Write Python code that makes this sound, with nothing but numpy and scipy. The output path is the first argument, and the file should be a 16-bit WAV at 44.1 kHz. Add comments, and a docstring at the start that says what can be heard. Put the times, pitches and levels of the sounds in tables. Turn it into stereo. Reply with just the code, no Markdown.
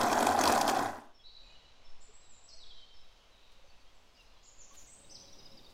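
"""In a kitchen, a hand blender churns fruit puree in a glass bowl, spits as it gulps air, then coasts to a stop.
The churn is shaped noise chopped once a turn; the whine is a stack of tones that follow the motor speed.
Drops plop back as short rising tones, and fingers brush the bowl as soft bursts of noise.
Songbirds outside are gliding tones with yard echoes. The quiet room is shaped noise, with a low hum that
is stronger near the end."""
import sys
import numpy as np
from scipy import signal
from scipy.fft import rfft, irfft, next_fast_len
from scipy.io import wavfile
from scipy.ndimage import uniform_filter1d, map_coordinates

SR = 44100
rng = np.random.default_rng(int(sys.argv[2]) if len(sys.argv) > 2 else 0)


def put_to_file(sound):
    """Save the sound as 16-bit audio at rate SR, in the file named by the first command-line argument."""
    columns = np.atleast_2d(sound).T  # one column per channel
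    safe = np.clip(columns, -1, 1)
    whole_steps = np.round(safe * 32767)
    wavfile.write(sys.argv[1], SR, whole_steps.astype(np.int16))


N = 252693  # length of the scene (samples)
TOP_HZ = 15850  # nothing sounds above this frequency


def amp(db):
    """Turn decibels into a plain factor."""
    return 10 ** (np.asarray(db) / 20)


def unit(x):
    """Scale x to rms 1."""
    return x / np.sqrt(np.mean(x ** 2) + 1e-20)


def along(points, hz):
    """Read a curve of (frequency [Hz], value) points on a log frequency axis."""
    f, v = np.transpose(points)
    return np.interp(np.log(hz + 1), np.log(f + 1), v)


def curves(rows):
    """One value per sample for each column after the time."""
    s, *cols = np.transpose(rows)
    return [np.interp(np.arange(N) / SR, s, c) for c in cols]


def wobble(rate):
    """A smooth random curve, with rate knots a second."""
    knots = rng.standard_normal(int(N * rate / SR) + 4)
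    return map_coordinates(knots, [np.arange(N) * rate / SR])


def filtered(x, response):
    """x times a response of frequency."""
    m = next_fast_len(N + SR // 2)
    return irfft(rfft(x, m) * response(np.fft.rfftfreq(m, 1 / SR)), m)[..., :N]


def coloured(x, spectrum):
    """x shaped by a spectrum, at rms 1."""
    return unit(filtered(x, lambda hz: amp(along(spectrum, hz))))


def noise():
    """Plain hiss, equally strong at all frequencies."""
    return rng.standard_normal(N)


def grains(rate):
    """Random impulses of random size, about rate a second, at rms 1."""
    return unit(noise() * (rng.random(N) < rate / SR))


def patches(shape, tall, wide):
    """A random field smoothed over frequency (tall) and time (wide), at rms 1."""
    field = uniform_filter1d(rng.standard_normal(shape), size=tall, axis=0)
    return unit(uniform_filter1d(field, size=wide, axis=1))


def humming_band(centre, rate):
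    """A fuzzy tone: a wave of the given phase whose strength swings at random, at rms 1."""
    return unit(wobble(rate) * np.cos(centre) + wobble(rate) * np.sin(centre))


def add(track, s, sound):
    """Mix a sound in at s seconds."""
    part = track[max(round(s * SR), 0):][:len(sound)]
    part += sound[:len(part)]


# Tone colour of the kitchen air: (frequency [Hz], relative level per Hz [dB])
AIR_COLOUR = [(15, -21.5), (25, -2), (37, -9), (64, -16.5), (101, -20.5), (126, -28), (204, -26.5),
              (331, -28.5), (537, -24.5), (684, -25), (997, -25.5), (1750, -32), (2850, -28.5),
              (6210, -36.5), (9500, -53), (15500, -62)]
# Tone colour of the hum: (frequency [Hz], relative level per Hz [dB])
HUM_COLOUR = [(30, 4.5), (60, 0.5), (130, 1.5), (220, 2), (330, -0.5), (550, -3.5), (900, -8), (1600, -20),
              (4000, -18), (9000, -26), (15500, -27)]
# Loudness of the room: (time [s], air level [dB], hum level [dB])
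ROOM_LEVELS = [(0, -89.5, -76), (1.5, -61.5, -78.5), (2.4, -63.5, -101), (3.2, -63, -94), (4.5, -63.5, -76),
               (5.2, -63, -63.5), (5.73, -63, -62.5)]
# Draught on the microphone: (time [s], level [dB])
DRAUGHT_LEVELS = [(0, -49.5), (1.8, -59.5), (1.9, -36.5), (2.2, -57), (2.7, -45), (3.2, -56), (4.2, -59),
                  (5.3, -54), (5.73, -51.5)]
# Stereo width of the air: (frequency [Hz], level of the left-right difference [dB])
AIR_WIDTH = [(60, -11.5), (200, -4.5), (600, 0.6), (7000, -1), (14000, -7)]
# Drone in the hum: centre (Hz), random swings per s, level over the rest of the hum (dB)
DRONE_HZ, DRONE_SWINGS, DRONE_DB = 552, 45, -8


def kitchen():
    """Still air, a slow draught on the microphone, and a faint low hum with a fuzzy drone, stronger near the end."""
    air_db, hum_db = curves(ROOM_LEVELS)
    mid, side = [amp(air_db + 0.28 * wobble(8.9)) * coloured(noise(), AIR_COLOUR) for part in range(2)]
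    side = filtered(side, lambda hz: amp(along(AIR_WIDTH, hz)))  # long waves reach both sides alike
    drone = humming_band(2 * np.pi * DRONE_HZ * np.arange(N) / SR, DRONE_SWINGS)
    hum = amp(hum_db) * (coloured(noise(), HUM_COLOUR) + amp(DRONE_DB) * drone)
    # (frequency [Hz], relative level [dB])
    rumble = [(2, 0.0), (6, 2.0), (13, -9.5), (28, -54), (60, -46), (200, -75.0), (1000, -120)]
    draught = amp(curves(DRAUGHT_LEVELS)[0]) * coloured(noise(), rumble)
    return np.array([mid + side, mid - side]) + hum + draught


def note(length, start_hz, middle_hz, end_hz, warble_hz):
    """A whistle gliding through three pitches, with a fast warble."""
    t = np.arange(int(length * SR)) / SR
    u = t / length
    hz = np.polyval(np.polyfit([0, .5, 1], [start_hz, middle_hz, end_hz], 2), u)
    hz = hz + warble_hz * np.sin(2 * np.pi * 115 * t + rng.uniform(0, 2 * np.pi))
    return np.sin(2 * np.pi * np.cumsum(hz) / SR) * np.abs(np.sin(np.pi * u)) ** .5


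def chatter(count):
    """Farther birds drop faint chirps at random, each swept up towards its end."""
    track = np.zeros(N)
    for when, pitch, glide, size in rng.random((count, 4)):
        hz = 2600 * 2 ** pitch
        level_db = -77 + 5 * size
        chirp = note(0.0353, hz * (1 + 0.122 * glide), hz, hz * 1.4, 32.4)
        add(track, when * N / SR, amp(level_db) * chirp)
    return track


# How long the yard echoes: (frequency [Hz], time to fall by 60 dB [s])
YARD_DECAY = [(2000, 0.18), (3100, 1.5), (4200, 1.57), (6000, 1.07), (8000, 0.82)]
# Nearby walls: scattered share of a note's straight sound (dB), time to fall by 60 dB (s)
SCATTER_DB, SCATTER_T60_S = -8, .06
ECHO_LUMPS_DB = 2.5  # separate walls make the long echo uneven


def yard(direct, sent):
    """Each side hears a note scattered by nearby walls, then a long, lumpy echo."""
    t = np.arange(SR // 10) / SR
    near = rng.standard_normal((2, len(t))) * amp(-60 * t / SCATTER_T60_S)
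    near *= amp(SCATTER_DB) / np.linalg.norm(near[0])
    near[:, 0] += 1  # the straight path
    hz, t, z = signal.stft(rng.standard_normal((2, SR)), SR, nperseg=256)
    lumps = patches(z.shape[1:], tall=5, wide=8)
    echo_db = ECHO_LUMPS_DB * lumps - 60 * t / along(YARD_DECAY, hz)[:, None]
    far = signal.istft(z * amp(echo_db), SR, nperseg=256)[1]

    def heard(x, answer):
        """Every sample of x sets off the walls' answer."""
        return signal.fftconvolve(x[None], answer / np.linalg.norm(answer[0]), axes=1)[:, :N]

    return heard(direct, near) + heard(sent, far)


# Whistles, most of them falling: (time [s], length [s], start [Hz], middle [Hz], end [Hz],
# level [dB], echo over the direct sound [dB])
WHISTLE_NOTES = [(1.138, 0.045, 5430, 5390, 5150, -65, 2.5), (1.187, 0.04, 3410, 3340, 3240, -63, -4),
                 (1.334, 0.028, 4650, 4470, 4210, -74, 10), (1.367, 0.013, 4090, 3970, 3880, -44.5, -7),
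                 (1.41, 0.069, 7400, 7220, 7030, -82, 11), (1.43, 0.034, 2650, 2480, 2600, -68, 5),
                 (1.462, 0.114, 2820, 2953, 2830, -67.5, 5.5), (1.767, .03, 2950, 2730, 2400, -77, -7),
                 (1.838, 0.025, 5410, 5350, 5270, -74.5, 16.5), (1.864, 0.021, 3600, 3460, 3380, -63.5, -6),
                 (2.216, 0.059, 4100, 3940, 3680, -67.5, 5), (2.138, 0.033, 8000, 7700, 7400, -61, 12),
                 (2.287, 0.056, 7820, 7500, 6890, -61.5, 10), (2.437, 0.028, 8000, 7810, 7750, -58.5, 6.5),
                 (2.476, 0.026, 6600, 5180, 4280, -59, 13), (2.504, 0.089, 4320, 4334, 4520, -62, 8),
                 (2.598, 0.027, 4090, 3930, 3930, -59, 10), (2.62, 0.025, 3910, 3790, 3140, -52, 4.5),
                 (2.694, 0.039, 3590, 3300, 3170, -54, -3), (2.75, 0.1, 3210, 3130, 3114, -62.5, 6),
                 (2.936, 0.025, 5730, 5350, 5060, -63, -4), (2.957, 0.021, 5250, 5270, 4920, -63, 2),
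                 (3.307, 0.068, 4100, 3880, 3660, -67, 6.5), (3.639, 0.073, 6150, 6120, 6080, -75, 1),
                 (3.674, .016, 5430, 4670, 4500, -68, -10), (3.692, 0.028, 4490, 4490, 4480, -62.5, -1),
                 (3.851, 0.067, 2900, 3250, 3260, -70, -3), (3.933, 0.055, 7850, 7640, 7400, -80, 9),
                 (4.059, 0.048, 5300, 5250, 4940, -73, -11), (4.162, .016, 4680, 4670, 4420, -64, -9),
                 (4.168, 0.054, 2900, 2807, 2640, -60, -4), (4.205, .016, 4020, 3900, 3740, -65, -1),
                 (4.327, 0.086, 3600, 3360, 3150, -73, 3), (4.427, 0.016, 3400, 5000, 6700, -64, 4),
                 (4.446, 0.02, 6520, 4780, 3700, -62.5, 3), (4.475, 0.023, 7110, 6950, 6240, -56, 5),
                 (4.586, 0.051, 7350, 6750, 5300, -53.5, 5), (4.768, 0.03, 7170, 6750, 5400, -52.5, 6.5),
                 (5.043, 0.014, 3870, 3770, 3760, -59.5, -4), (5.093, 0.019, 4490, 5300, 6250, -56.5, 11),
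                 (5.107, 0.025, 6150, 6080, 5850, -51, 6.5), (5.145, 0.017, 5860, 5180, 4200, -45, 0.5),
                 (5.162, 0.013, 4500, 4050, 3750, -54, 1)]
# Buzzes: (time [s], length [s], centre [Hz], warble depth [Hz], level [dB])
BUZZ_NOTES = [(1.236, 0.045, 3930, 130, -53.5), (1.252, 0.051, 4420, 200, -62.5),
              (2.003, 0.06, 7500, 337, -62.5), (4.426, 0.0566, 7050, 463, -64.5),
              (4.861, 0.12, 7950, 400, -58)]
# Pips of the closing trill, mostly high and low in turn: (time [s], pitch [Hz], level [dB])
TRILL_PIPS = [(5.229, 3360, -66), (5.28, 3920, -56.5), (5.326, 5760, -50.5), (5.335, 3570, -60),
              (5.386, 5050, -52.5), (5.397, 3790, -57.5), (5.454, 4980, -50), (5.466, 3720, -58),
              (5.512, 5360, -56), (5.523, 3870, -55.5), (5.573, 4770, -52), (5.587, 3700, -57),
              (5.645, 4520, -54), (5.662, 3680, -56)]
WHISTLE_WARBLE_HZ = 35  # warble depth
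BUZZ_GLIDE = 0.6  # a buzz rises by this share of its warble depth to either side of its centre
PIP_S = 0.014  # length of a pip
BUZZ_ECHO_DB, TRILL_ECHO_DB = 8, -2  # yard echo over the direct sound


def bird():
    """Distant songbirds: whistles each with their own share of yard echo, buzzes and trill with a shared one."""
    notes = []
    for s, length, start_hz, middle_hz, end_hz, db, echo_db in WHISTLE_NOTES:
        whistle = note(length, start_hz, middle_hz, end_hz, WHISTLE_WARBLE_HZ)
        notes.append((s, amp(db) * whistle, echo_db))
    for s, length, hz, warble_hz, db in BUZZ_NOTES:
        glide_hz = BUZZ_GLIDE * warble_hz
        buzz = note(length, hz - glide_hz, hz, hz + glide_hz, warble_hz)
        notes.append((s, amp(db) * buzz, BUZZ_ECHO_DB))
    for s, hz, db in TRILL_PIPS:
        pip = note(PIP_S, hz * 1.02, hz, hz * .98, 60)
        notes.append((s, amp(db) * pip, TRILL_ECHO_DB))
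    direct = chatter(count=34)
    sent = amp(9.5) * direct  # what feeds the long echo
    for s, sound, echo_db in notes:
        add(direct, s, sound)
        add(sent, s, amp(echo_db) * sound)
    return yard(direct, sent)


# Drops and bubbles in the puree: (time [s], starting pitch [Hz], level before swell and decay [dB])
PLOP_DROPS = [(2.089, 408, -52.5), (2.54, 627, -56.5), (3.59, 515, -58), (3.64, 542, -54.5),
              (4.708, 1077, -53), (4.882, 2070, -59)]
# Light contacts with the bowl: (time [s], relative level [dB])
BOWL_TICKS = [(1.879, -79), (3.5214, -59), (4.203, -61.5), (4.228, -63), (5.702, -54)]
# Faint high hiss, then a bright rustle with a bump: (time [s], level [dB])
RUSTLE_LEVELS = [(2.6, -100), (3.05, -80.5), (4.2, -79.5), (4.69, -85.5), (4.735, -69), (4.752, -58.5),
                 (4.775, -70), (4.815, -64), (4.86, -72.5), (4.98, -82.5), (5.07, -91.5)]
# Tone colour of the hiss and rustle: (frequency [Hz], relative level [dB])
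RUSTLE_COLOUR = [(200, -10), (1000, 4.5), (4000, 8), (9000, 1.5), (15000, -2.5)]


def bowl():
    """Drops ring briefly with a rising pitch; light touches tick on the bowl; a faint hiss, then a rustle."""
    t = np.arange(SR // 8) / SR
    plops, touch = np.zeros(N), np.zeros(N)
    for s, hz, db in PLOP_DROPS:
        swell = amp(db + 1.0 - 60 * t / 0.088) * (1 - np.exp(-t / 0.0053))
        add(plops, s, swell * np.sin(2 * np.pi * hz * t * (1 + 1.5 * t)))
    for s, db in BOWL_TICKS:
        add(touch, s - .008, amp(db - 3 - 60 * t / .11) * (1 - np.exp(-t / .008)))  # a soft start
    rustle = amp(curves(RUSTLE_LEVELS)[0]) * coloured(noise() + .5 * grains(900), RUSTLE_COLOUR)
    # (frequency [Hz], relative level [dB])
    tick_colour = [(200, -7), (1000, -11), (4000, 11), (14000, -7.0)]
    return plops + rustle + touch * coloured(noise(), tick_colour)


# Running speed (turns per s), switch-off (s), coasting time constant (s), dry friction (as turns per s)
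RUN_SPEED, OFF_S, COAST_S, FRICTION = 150.5, .75, .36, 15


def shaft_speed():
    """Steady until switched off, then slowed by drag and dry friction."""
    coasting = np.maximum(np.arange(N) / SR - OFF_S, 0)
    return np.maximum((RUN_SPEED + FRICTION) * np.exp(-coasting / COAST_S) - FRICTION, 1e-3)


# Motor housing: (frequency [Hz], level of one whine tone before WHINE_DB is added [dB])
HOUSING_LEVELS = [(1500, -77), (3500, -72), (4800, -73), (6200, -71), (7400, -68), (9000, -69),
                  (10200, -76), (11000, -77), (12000, -76), (13200, -71), (14500, -73), (15500, -78)]
# The brushes fall quiet below this speed (turns per s), this steeply
WHINE_FADE_SPEED, WHINE_FADE_POWER = 94, 6
WHINE_DB, WHINE_BLUR = 2, .7  # added level; phase jitter (radians)


def whine(angle, speed, count):
    """Brushes tick over count motor contacts a turn; the tones sink through the housing's resonances."""
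    tone = np.zeros(N)
    for k in range(1, 21):
        hz = k * count * speed
        level = amp(along(HOUSING_LEVELS, hz) + 4.6 * wobble(71.4))
        wave = np.sin(k * count * angle + WHINE_BLUR * wobble(400))
        tone += level * wave * (hz < TOP_HZ)
    return amp(WHINE_DB) * tone / (1 + (WHINE_FADE_SPEED / speed) ** WHINE_FADE_POWER)


# The blade gulps air: (time [s], relative level of the hiss [dB], relative level of the thump [dB])
AIR_GULPS = [(0.012, -25, -38.5), (.032, -23.5, -31), (0.1156, -24.5, -21.5), (0.1294, -22, -28),
             (0.207, -23, -38), (0.2268, -21, -17), (.268, -18.5, -17), (0.3902, -24.5, -22),
             (0.411, -29, -25), (0.4372, -16.5, -32), (.455, -21.5, -35), (.4645, -30.5, -32),
             (0.476, -16.5, -20), (0.484, -22.5, -22.5), (0.501, -22.5, -17.5), (0.5227, -17, -34),
             (0.556, -27, -23), (.576, -26, -28), (0.613, -19, -32), (0.6785, -22.5, -37.5),
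             (.686, -28, -34), (.696, -22, -29), (.753, -38.5, -27.5), (.772, -34.5, -28),
             (0.792, -26.5, -30), (.831, -39, -26.5), (.857, -38.5, -26.5)]
# A bubble squirts out with a squeak: (time [s], pitch [Hz], level [dB])
SQUEAKS = [(.412, 6200, -26), (.4362, 3330, -37), (.5222, 6270, -33), (.611, 5970, -29),
           (.696, 4310, -32.5)]
SPIT_S, SPIT_LEAD_S = 0.0032, 0.0018  # swell time of a gulp, its head start


def gulps():
    """Each gulp of air swells and collapses: shapes for its hiss and thump, and squeaks of bubbles."""
    u = np.arange(SR // 10) / SR / SPIT_S
    burst = (u * np.exp(1 - u)) ** 2
    spit, thump, squirt = np.zeros((3, N))
    for s, db, thump_db in AIR_GULPS:
        add(spit, s - SPIT_LEAD_S, amp(db) * burst)
        add(thump, s - SPIT_LEAD_S, amp(thump_db) * burst)
    for s, hz, db in SQUEAKS:
        phase = np.cumsum(2 * np.pi * hz / SR + 0.323 * rng.standard_normal(len(u)))  # a rough pitch
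        add(squirt, s - SPIT_LEAD_S, amp(db) * burst * np.sin(phase))
    return spit, thump, squirt


# The air pocket under the guard collapses: (time [s], length [s], middle pitch [Hz], level [dB])
POCKET_GLUGS = [(.008, 0.015, 795, -35), (0.068, 0.048, 736, -28), (0.16, 0.011, 687, -20.5),
                (0.172, 0.03, 684, -26), (0.205, 0.0093, 696, -22), (0.261, 0.019, 786, -20.5),
                (0.284, 0.013, 734, -21.5), (0.294, 0.028, 750, -24), (.342, 0.024, 812, -22.5),
                (0.384, 0.017, 724, -21.5), (0.443, 0.019, 694, -26), (0.463, 0.021, 997, -24.5),
                (0.509, 0.035, 714, -25.5), (0.574, 0.014, 770, -21.5), (0.605, 0.02, 800, -21),
                (.648, 0.01, 758, -25), (.673, 0.015, 764, -24), (0.723, 0.024, 780, -28),
                (0.764, 0.015, 733, -24.5), (0.797, 0.014, 1060, -28.5), (0.825, 0.021, 706, -31),
                (0.856, 0.0085, 740, -33), (0.882, 0.027, 733, -35.5)]
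GLUG_RISE, GLUG_BLUR = 0.1, 0.29  # share by which the pitch climbs; phase jitter (radians)


def glugs():
    """Each collapse of the air pocket rings for a few cycles, rising unevenly in pitch."""
    track, jitter = np.zeros(N), GLUG_BLUR * wobble(300)
    for s, length, hz, db in POCKET_GLUGS:
        u = np.linspace(0, 1, int(length * SR))
        turns = np.cumsum(hz * (1 + GLUG_RISE * (u - .5))) / SR + rng.random()
        phase = 2 * np.pi * turns + jitter[int(s * SR):][:len(u)]
        add(track, s, amp(db) * np.sin(np.pi * u) ** 2 * np.sin(phase))
    return track


def fizz(patchy_db):
    """Bursting bubbles: brief patches of hiss, each at its own pitch."""
    z = signal.stft(noise(), nperseg=128)[2]
    patchy = amp(patchy_db * patches(z.shape, tall=6, wide=3))
    return unit(signal.istft(z * patchy, nperseg=128)[1][:N])


# How the stick and the bowl ring: (centre [Hz], width [Hz], relative level [dB])
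RING_MODES = [(89.7, 8.7, -5), (231.4, 11, 2.5), (243, 8.1, 1.5), (297, 23, -9.5), (592.4, 13, 3.5),
              (678, 20.5, 0), (804, 81, 1), (992, 32, 3.5), (1055, 16, 2), (1538, 33, -3.5)]


def ringing(x):
    """x through the narrow resonances of stick and bowl."""
    def response(f):
        """Sum of the resonances, with alternating signs."""
        total = 0
        for k, (centre, width, db) in enumerate(RING_MODES):
            spread = 1j * f * width
            total = total + (-1) ** k * amp(db) * spread / (centre * centre - f * f + spread)
        return total

    return filtered(x, response)


def walls(x, t60, wet_db):
    """Bowl, worktop and room answer with a short tail that falls by 60 dB in t60 seconds."""
    t = np.arange(SR // 3) / SR
    tail = rng.standard_normal(len(t)) * amp(-60 * t / t60) * (t > .002)
    return x + amp(wet_db) * signal.fftconvolve(x, tail / np.linalg.norm(tail))[:N]


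# Air pocket under the blade guard: (time [s], resonance [Hz])
POCKET_PITCH = [(0, 740), (.17, 689.6), (.3, 771.5), (.4, 796), (.52, 759), (.7, 790)]
# Tone colours of churn, slosh and spray: (frequency [Hz], relative level [dB])
CHURN_COLOUR = [(400, -42), (520, -8.5), (680, -1), (860, -5.5), (1040, -5), (1250, -9.5), (1530, -9),
                (1800, -15.5), (1950, -15), (2200, -25), (3000, -55)]
SLOSH_COLOUR = [(45, -43.5), (62, -22), (90, -6.5), (125, -14), (185, -14.5), (240, 0.5), (320, 0.5),
                (420, -3), (540, -8.5), (800, -54)]
SPRAY_COLOUR = [(1200, -6), (2000, -9.5), (2450, 7), (2900, -4), (3300, 6), (3650, 1), (4900, 2), (6800, 1),
                (8700, -4), (9800, -6), (11000, -7), (12000, -9.5), (14700, -11), (15800, -21.5)]
# How hard the blade bites into the puree: (time [s], level before the grip fades [dB])
BITE_LEVELS = [(0, -28.5), (.11, -30), (.29, -30), (.375, -31.5), (.475, -26), (.51, -28.5), (.585, -27.5),
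               (.6, -32), (.62, -31), (.655, -33), (.69, -28), (.725, -34), (.772, -32), (.787, -32.5),
               (.835, -29.5), (.875, -32), (.905, -30.5), (.925, -34), (.96, -30.5)]
# The stick shakes once a turn, hardest as the motor coasts through its resonance:
# (speed [turns per s], level [dB])
SHAKE_LEVELS = [(60, -78), (76, -73), (90, -53.5), (110, -48), (135, -53.5), (150, -58)]
# Below this speed (turns per s) the blade loses its grip on the puree, this steeply
STALL_SPEED, STALL_POWER = 107.8, 4.98
SLOSH_DB, SPRAY_DB, RING_DB = -6, -11.5, -6.5  # levels in the mix
KITCHEN_T60_S, KITCHEN_WET_DB = 0.45, -16.5  # the room's answer to the churn


def blender():
    """The blade chops puree: churn, air pocket, slosh, spray and whine follow load and motor speed."""
    speed = shaft_speed() * (1 + 0.0016 * wobble(24.2))
    pace = speed / speed.max()
    angle = 2 * np.pi * np.cumsum(speed) / SR
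    effort = amp(curves(BITE_LEVELS)[0]) / (1 + (STALL_SPEED / speed) ** STALL_POWER)
    chop = amp((1.75 * np.cos(angle) + 1.5 * wobble(109.5)) * pace)  # one cut a turn, through uneven lumps
    spit, thump, squirt = gulps()

    pocket = humming_band(2 * np.pi * np.cumsum(curves(POCKET_PITCH)[0]) / SR, 109.5)
    blade = np.zeros(N)
    for k in range(1, 14):  # multiples of the turning rate
        blade += np.cos(k * angle + rng.uniform(0, 2 * np.pi)) * (1 + .5 * wobble(15))
    churn = amp(-1.5) * coloured(grains(3000) * chop, CHURN_COLOUR) + amp(-7.0) * pocket
    churn += amp(-16.0) * filtered(blade, lambda hz: amp(along(CHURN_COLOUR, hz)))
    slosh = amp(SLOSH_DB) * coloured(grains(1600) * chop, SLOSH_COLOUR)

    ring = unit(ringing(effort * grains(2500) * chop))  # rings on after the blade lets go
    ring *= amp(RING_DB) * np.sqrt(np.mean(effort ** 2))
    shake = amp(along(SHAKE_LEVELS, speed)) * np.sin(angle)
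    thuds = amp(-9.0) * thump * coloured(noise(), CHURN_COLOUR)
    body = effort * (churn + slosh) + ring + thuds + glugs()

    spray = amp(SPRAY_DB) * effort * pace ** 0.51 * chop * coloured(fizz(patchy_db=4.5), SPRAY_COLOUR)
    spit_hiss = coloured(fizz(patchy_db=5.0) + 0.5 * grains(2000), SPRAY_COLOUR)
    spray += amp(-11.0) * spit * spit_hiss + squirt
    bright = walls(spray + whine(angle, speed, count=16), t60=0.2, wet_db=-10.0)
    return shake + walls(body, KITCHEN_T60_S, KITCHEN_WET_DB) + bright


def scene():
    """Everything heard together, from the quiet room to the blender."""
    return kitchen() + bird() + bowl() + blender()


def record(dry):
    """The recorder keeps nothing above its band limit."""
    return filtered(dry, lambda hz: hz < TOP_HZ)


dry = scene()
out = record(dry)
put_to_file(out)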